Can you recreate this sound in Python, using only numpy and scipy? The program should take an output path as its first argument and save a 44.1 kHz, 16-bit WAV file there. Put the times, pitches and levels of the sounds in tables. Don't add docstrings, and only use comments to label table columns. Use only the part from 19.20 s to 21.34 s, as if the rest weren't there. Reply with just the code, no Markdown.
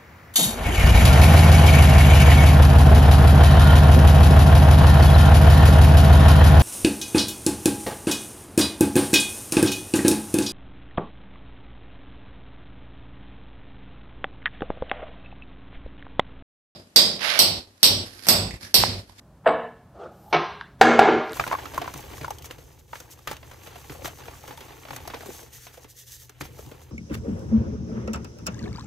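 import sys
import numpy as np
from scipy import signal
from scipy.fft import rfft, irfft, next_fast_len
from scipy.io import wavfile
from scipy.ndimage import uniform_filter1d

SR = 44100
rng = np.random.default_rng(int(sys.argv[2]) if len(sys.argv) > 2 else 0)


def makeup_ratio(level_db):
    decades = np.asarray(level_db, float) / 20
    return 10 ** decades


def dump(signal):
    limited = np.clip(np.atleast_2d(signal).T, -1, 1)
    pcm = np.round(limited * 32767).astype(np.int16)
    wavfile.write(sys.argv[1], SR, pcm)


N = 94374


def unit(x):
    return x / np.sqrt(np.mean(x ** 2) + 1e-20)


def along(points, hz):
    f, v = np.transpose(points)
    return np.interp(np.log(hz + 1), np.log(f + 1), v)


def curves(rows):
    s, *cols = np.transpose(rows)
    return [np.interp(np.arange(N) / SR, s, c, left=-140, right=-140) for c in cols]


def filtered(x, response):
    size = next_fast_len(x.shape[-1] + 8192)
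    spectrum = rfft(x, size) * response(np.fft.rfftfreq(size, 1 / SR))
    return irfft(spectrum, size)[..., :x.shape[-1]]


def colored(x, colour):
    return unit(filtered(x, lambda hz: makeup_ratio(along(colour, hz))))


def noise(colour, size):
    return colored(rng.standard_normal(size), colour)


def smooth(x, seconds):
    size = max(round(seconds * SR), 1)
    return uniform_filter1d(uniform_filter1d(x, size=size), size=size)


def add(track, s, x):
    place = track[round(s * SR):][:len(x)]
    place += x[:len(place)]


# frequency in Hz, t60 in seconds.
HALL_DECAY = [(150, 0.5), (400, 0.53), (1000, 0.72), (2800, 0.71), (7000, 0.91), (10000, 0.23),
              (14000, 0.31)]
HALL_BUILD_S = 0.008


def hall(x):
    hz, t, z = signal.stft(rng.standard_normal(SR), SR, nperseg=256)
    decay = makeup_ratio(-60 * t / along(HALL_DECAY, hz)[:, None])
    tail = signal.istft(z * decay, SR, nperseg=256)[1][:SR]
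    tail = tail * (1 - np.exp(-np.arange(SR) / SR / HALL_BUILD_S))
    return signal.fftconvolve(x, tail / np.linalg.norm(tail))


WAVER_SHARE = .016
RISE_CYCLES = 6.2
RATTLE_DB, RATTLE_S = 3, 0.0031


def strike(blows, modes, colour, ring_db, clatter_db, wet_db):
    out, t = np.zeros(N), np.arange(SR) / SR
    hz, level, ring_s = np.transpose(modes)[:, :, None]
    for s, db, rise, t60, top_hz in blows:
        contact = lambda f: 1 / (1 + (f / top_hz) ** 4)

        walk = np.cumsum(rng.standard_normal((len(modes), SR)), axis=1)
        drift = smooth(walk, RATTLE_S) * np.sqrt(2 * np.pi * WAVER_SHARE * hz / SR)
        scatter_db = rng.normal(0, 1.5, hz.shape)
        swell = 1 - np.exp(-t / (rise + RISE_CYCLES / hz))
        size = makeup_ratio(level + scatter_db - 60 * t / ring_s) * contact(hz) * swell
        ring = makeup_ratio(db + ring_db) * np.sum(size * np.sin(2 * np.pi * hz * t + drift), axis=0)

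        lumps = unit(makeup_ratio(RATTLE_DB * unit(smooth(rng.standard_normal(SR), RATTLE_S))))
        envelope = makeup_ratio(db + clatter_db - 60 * t / t60) * (1 - np.exp(-t / max(rise, 1e-4)))
        clatter = envelope * lumps * filtered(noise(colour, SR), contact)

        add(out, s, ring + clatter)
        add(out, s, makeup_ratio(wet_db) * hall(clatter + makeup_ratio(-5.5) * ring))
    return out


# frequency in Hz, relative level in dB.
HUM_COLOUR = [(12, -58), (20, -31), (54, 2.5), (90, -2.5), (122, -1.5), (207, -6), (324, -15), (519, -21.5),
              (565, -16), (1820, -31), (1980, -37.5), (11700, -46), (15500, -49)]
HUM_DB = -41.5


def hum():
    return makeup_ratio(HUM_DB) * noise(HUM_COLOUR, N)


# start in seconds, level in dB before the gains of ring and clatter,
# rise in seconds, clatter t60 in seconds, treble limit of the contact in Hz.
FIRST_BLOWS = [(.238, -41.5, 0.022, 0.3, 9000), (.2585, -15.5, 0.0026, 0.12, 2680),
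               (.266, -12.5, 0.012, 0.12, 9000)]
# frequency in Hz, relative level in dB before scatter, t60 in seconds.
FIRST_RINGING = [(177.2, -12, 0.6), (237.4, -15.5, 0.69), (301, -13.5, 0.36), (450, -10.5, 0.65),
                 (575, -47, 0.15), (636.3, 6.5, 0.14), (723, -14.5, 0.64), (752, -15, 0.076),
                 (862, -10, 0.38), (1020, -18, 0.69), (1107, -5.5, 0.27), (1215, -22.5, .4),
                 (1720, -22.5, 0.79), (2263, -14.5, 0.27)]
# frequency in Hz, relative level in dB.
FIRST_CLATTER = [(100, -49), (250, -27), (450, -2), (620, -7.5), (900, -9), (1500, -16), (1850, -21),
                 (2400, -29), (3200, -27), (4800, -41), (5800, -67.5), (8000, -38.5), (10000, -58.5),
                 (15500, -84)]


def first_handle():
    return strike(FIRST_BLOWS, FIRST_RINGING, FIRST_CLATTER, ring_db=-1.5, clatter_db=6, wet_db=-8)


# time in seconds, level in dB.
CREAK_LEVEL = [(.7, -64), (.745, -46), (.755, -42), (.788, -41.5), (.8, -37), (.83, -35.5), (.86, -37),
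               (.9, -42), (.97, -47.5), (1.12, -52)]
# frequency in Hz, relative level in dB.
FRAME_COLOUR = [(120, -45), (200, -42), (328, -6.5), (640, -10.5), (671, -4.5), (983, -21), (1250, -14.5),
                (2010, -33.5), (3630, -36), (9000, -48.5), (11700, -87.5), (19800, -120)]
CREAK_SLIPS_PER_S = 12000


def creak():
    slips = (rng.random(N) < CREAK_SLIPS_PER_S / SR) * rng.standard_normal(N)
    return makeup_ratio(curves(CREAK_LEVEL)[0]) * colored(slips, FRAME_COLOUR)


# time in seconds, level of the bearing tone in dB, level of the hiss in dB.
ROLL_LEVELS = [(.86, -78, -103.5), (.92, -52, -64), (1.0, -54.5, -60.5), (1.08, -42, -59),
               (1.11, -46, -55.5), (1.16, -68, -95)]
# time in seconds, level in dB.
LATE_HISS_LEVEL = [(1.98, -75), (2.06, -60), (2.14, -56)]
# frequency in Hz, relative level in dB.
HISS_COLOUR = [(1500, -30.5), (2500, 0.5), (6000, 1.5), (12000, -1), (14000, 4), (15500, -23)]
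BEARING_HZ, BEARING_WIDTH_HZ = 817, 33


def rolling():
    tone_db, hiss_db = curves(ROLL_LEVELS)
    bearing = lambda hz: 1 / (1 + ((hz - BEARING_HZ) / BEARING_WIDTH_HZ) ** 2)
    tone = unit(filtered(rng.standard_normal(N), bearing))
    hiss_size = makeup_ratio(hiss_db) + makeup_ratio(curves(LATE_HISS_LEVEL)[0])
    return makeup_ratio(tone_db) * tone + hiss_size * noise(HISS_COLOUR, N)


# start in seconds, level in dB before the gains of ring and clatter,
# rise in seconds, clatter t60 in seconds, treble limit of the contact in Hz.
SECOND_BLOWS = [(1.127, -16.5, 0.0028, 0.086, 13900), (1.138, -19.5, 0.0075, 0.2, 5930),
                (1.315, -44, 0.0068, 0.062, 1510)]
# frequency in Hz, relative level in dB before scatter, t60 in seconds.
SECOND_RINGING = [(161.5, -7.5, 0.5), (345, -6, 0.24), (407, -8.5, 0.66), (567, -20.5, 0.15),
                  (712, -3, 0.33), (820, -12, 0.44), (1042, -2.5, 0.38), (1200, -12.5, 0.41),
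                  (1286, -5.5, 0.29), (1620, -18, 0.74), (2262, -4.5, 0.19), (2400, -36, .25),
                  (3320, -22, 0.27), (4100, -27, 0.29)]
# frequency in Hz, relative level in dB.
SECOND_CLATTER = [(100, -55), (250, -21), (340, -11.5), (500, -16.5), (690, -9.5), (1000, -13.5),
                  (2100, -20.5), (3500, -23.5), (6200, -36.5), (7000, -64), (9000, -52), (15500, -63)]


def second_handle():
    return strike(SECOND_BLOWS, SECOND_RINGING, SECOND_CLATTER, ring_db=1, clatter_db=5.0, wet_db=-8.0)


# start in seconds, level in dB before the swell, pitch in Hz,
# cycles to die by 60 dB.
LOOSE_TICKS = [(1.4113, -10, 1600, 8), (1.4122, -19, 1050, 12), (1.4113, -17, 3600, 8),
               (2.0952, -16, 4500, 6), (2.1212, -17, 7800, 7), (2.1327, -12, 3800, 6),
               (2.1328, -17, 12000, 11)]


def ticks():
    out, t = np.zeros(N), np.arange(SR // 20) / SR
    for s, db, hz, cycles in LOOSE_TICKS:
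        envelope = makeup_ratio(db - 60 * t * hz / cycles) * (1 - np.exp(-t * hz))
        tick = envelope * np.sin(2 * np.pi * hz * t)
        add(out, s, tick)
        add(out, s, makeup_ratio(-10.5) * hall(tick))
    return out


# start in seconds, level in dB before the gains of ring and clatter,
# rise in seconds, clatter t60 in seconds, treble limit of the contact in Hz.
SLED_BLOWS = [(1.585, -41, 0.055, 0.09, 5930), (1.6115, -6, 0.00075, 0.032, 15000),
              (1.645, -6, 0.01, 0.043, 3400), (1.688, -13.5, 0.018, 0.21, 3430),
              (1.791, -9, 0.0016, 0.052, 14600), (1.808, -18.5, 0.004, 0.21, 3530),
              (1.872, -14.5, 0.0048, 0.13, 3240)]
# frequency in Hz, relative level in dB before scatter, t60 in seconds.
SLED_RINGING = [(129.4, -14.5, 0.29), (165.9, -19, 0.57), (235.8, -10, 0.62), (320, -13.5, 1),
                (446.6, -10, 0.56), (625, -15.5, 0.63), (669, -18, 0.51), (797, -16, 0.47), (1027, -25, 1),
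                (1221, -24.5, 1), (1402, -18.5, 0.59), (1660, -10, 0.19), (1709, -21, 0.58),
                (2173, -19.5, 0.56)]
# frequency in Hz, relative level in dB.
SLED_CLATTER = [(30, -58), (120, -39), (270, -30.5), (420, -0.5), (550, -17), (770, -20.5), (1000, -16),
                (2100, -21.5), (4000, -31), (7000, -59.5), (10000, -62), (15500, -58)]


def sled():
    return strike(SLED_BLOWS, SLED_RINGING, SLED_CLATTER, ring_db=-1.0, clatter_db=3, wet_db=-1.0)


# start in seconds, knock level in dB, knock t60 in seconds,
# crack level in dB.
STOP_KNOCKS = [(1.6125, 3.5, 0.055, -9.5), (1.7915, 7, 0.034, -18)]
# frequency in Hz, relative level in dB, share of the knock t60.
STOP_MODES = [(765.6, 0, 0.88), (1407, -7.5, 0.59), (2250, -22, 0.92)]
# frequency in Hz, relative level in dB.
CRACK_COLOUR = [(800, -17), (1500, 15), (3000, 0), (5000, -1), (7500, -9.5), (11000, -21.5), (15500, -21)]
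CRACK_T60_S = 0.059


def knocks():
    out, t = np.zeros(N), np.arange(SR // 8) / SR
    for s, db, t60, crack_db in STOP_KNOCKS:
        note = sum(makeup_ratio(level - 60 * t / (t60 * share)) * np.sin(2 * np.pi * hz * t)
                   for hz, level, share in STOP_MODES)
        crack = makeup_ratio(crack_db - 60 * t / CRACK_T60_S) * noise(CRACK_COLOUR, len(t))
        knock = makeup_ratio(db) * (1 - np.exp(-t / .0004)) * note + crack
        add(out, s, knock)
        add(out, s, makeup_ratio(-6.5) * hall(knock))
    return out


# frequency in Hz, side relative to mid in dB.
SIDE_LEVEL = [(30, -22), (100, -34), (300, -36), (700, -40), (1500, -33), (4000, -26), (12000, -19)]
SIDE_HISS_DB = -66


def two_ports(mid):
    scatter = rng.standard_normal(512) * makeup_ratio(-np.arange(512) / 20)
    scattered = np.convolve(mid, scatter / np.linalg.norm(scatter))[:N]
    side = filtered(scattered, lambda hz: makeup_ratio(along(SIDE_LEVEL, hz)))
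    side = side + makeup_ratio(SIDE_HISS_DB) * rng.standard_normal(N)
    return np.array([mid + side, mid - side])


def scene():
    handles = first_handle() + second_handle()
    landing = sled() + knocks()
    return two_ports(hum() + handles + creak() + rolling() + ticks() + landing)


SUPPRESS_DB, SUPPRESS_OVER_DB, SUPPRESS_SOFT_DB = 8.5, 11.5, 1.5


def suppress(x):
    z = signal.stft(x, nperseg=1024, noverlap=768)[2]
    power = np.abs(z.mean(0)) ** 2
    power = uniform_filter1d(uniform_filter1d(power, size=9, axis=0), size=5, axis=1)
    level_db = 10 * np.log10(np.abs(power) + 1e-18)
    floor_db = np.percentile(level_db, 10, axis=1, keepdims=True)
    over_db = level_db - floor_db - SUPPRESS_OVER_DB
    cut = 1 / (1 + np.exp(np.clip(over_db / SUPPRESS_SOFT_DB, -30, 30)))
    return signal.istft(z * makeup_ratio(-SUPPRESS_DB * cut), nperseg=1024, noverlap=768)[1][:, :N]


TOP = 1.03
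LOW_CUT_HZ, TOP_HZ = 51, 15800


def roll_off(x):
    return signal.sosfilt(signal.butter(12, 15800, fs=SR, output="sos"), x)


def record(dry):
    quiet = suppress(dry)
    limited = quiet / (1 + np.abs(quiet / TOP) ** 16) ** (1 / 16)
    mix = filtered(limited, lambda hz: (hz < TOP_HZ) * hz ** 2 / (hz ** 2 + LOW_CUT_HZ ** 2))
    return roll_off(mix)


dry = scene()
out = record(dry)
dump(out)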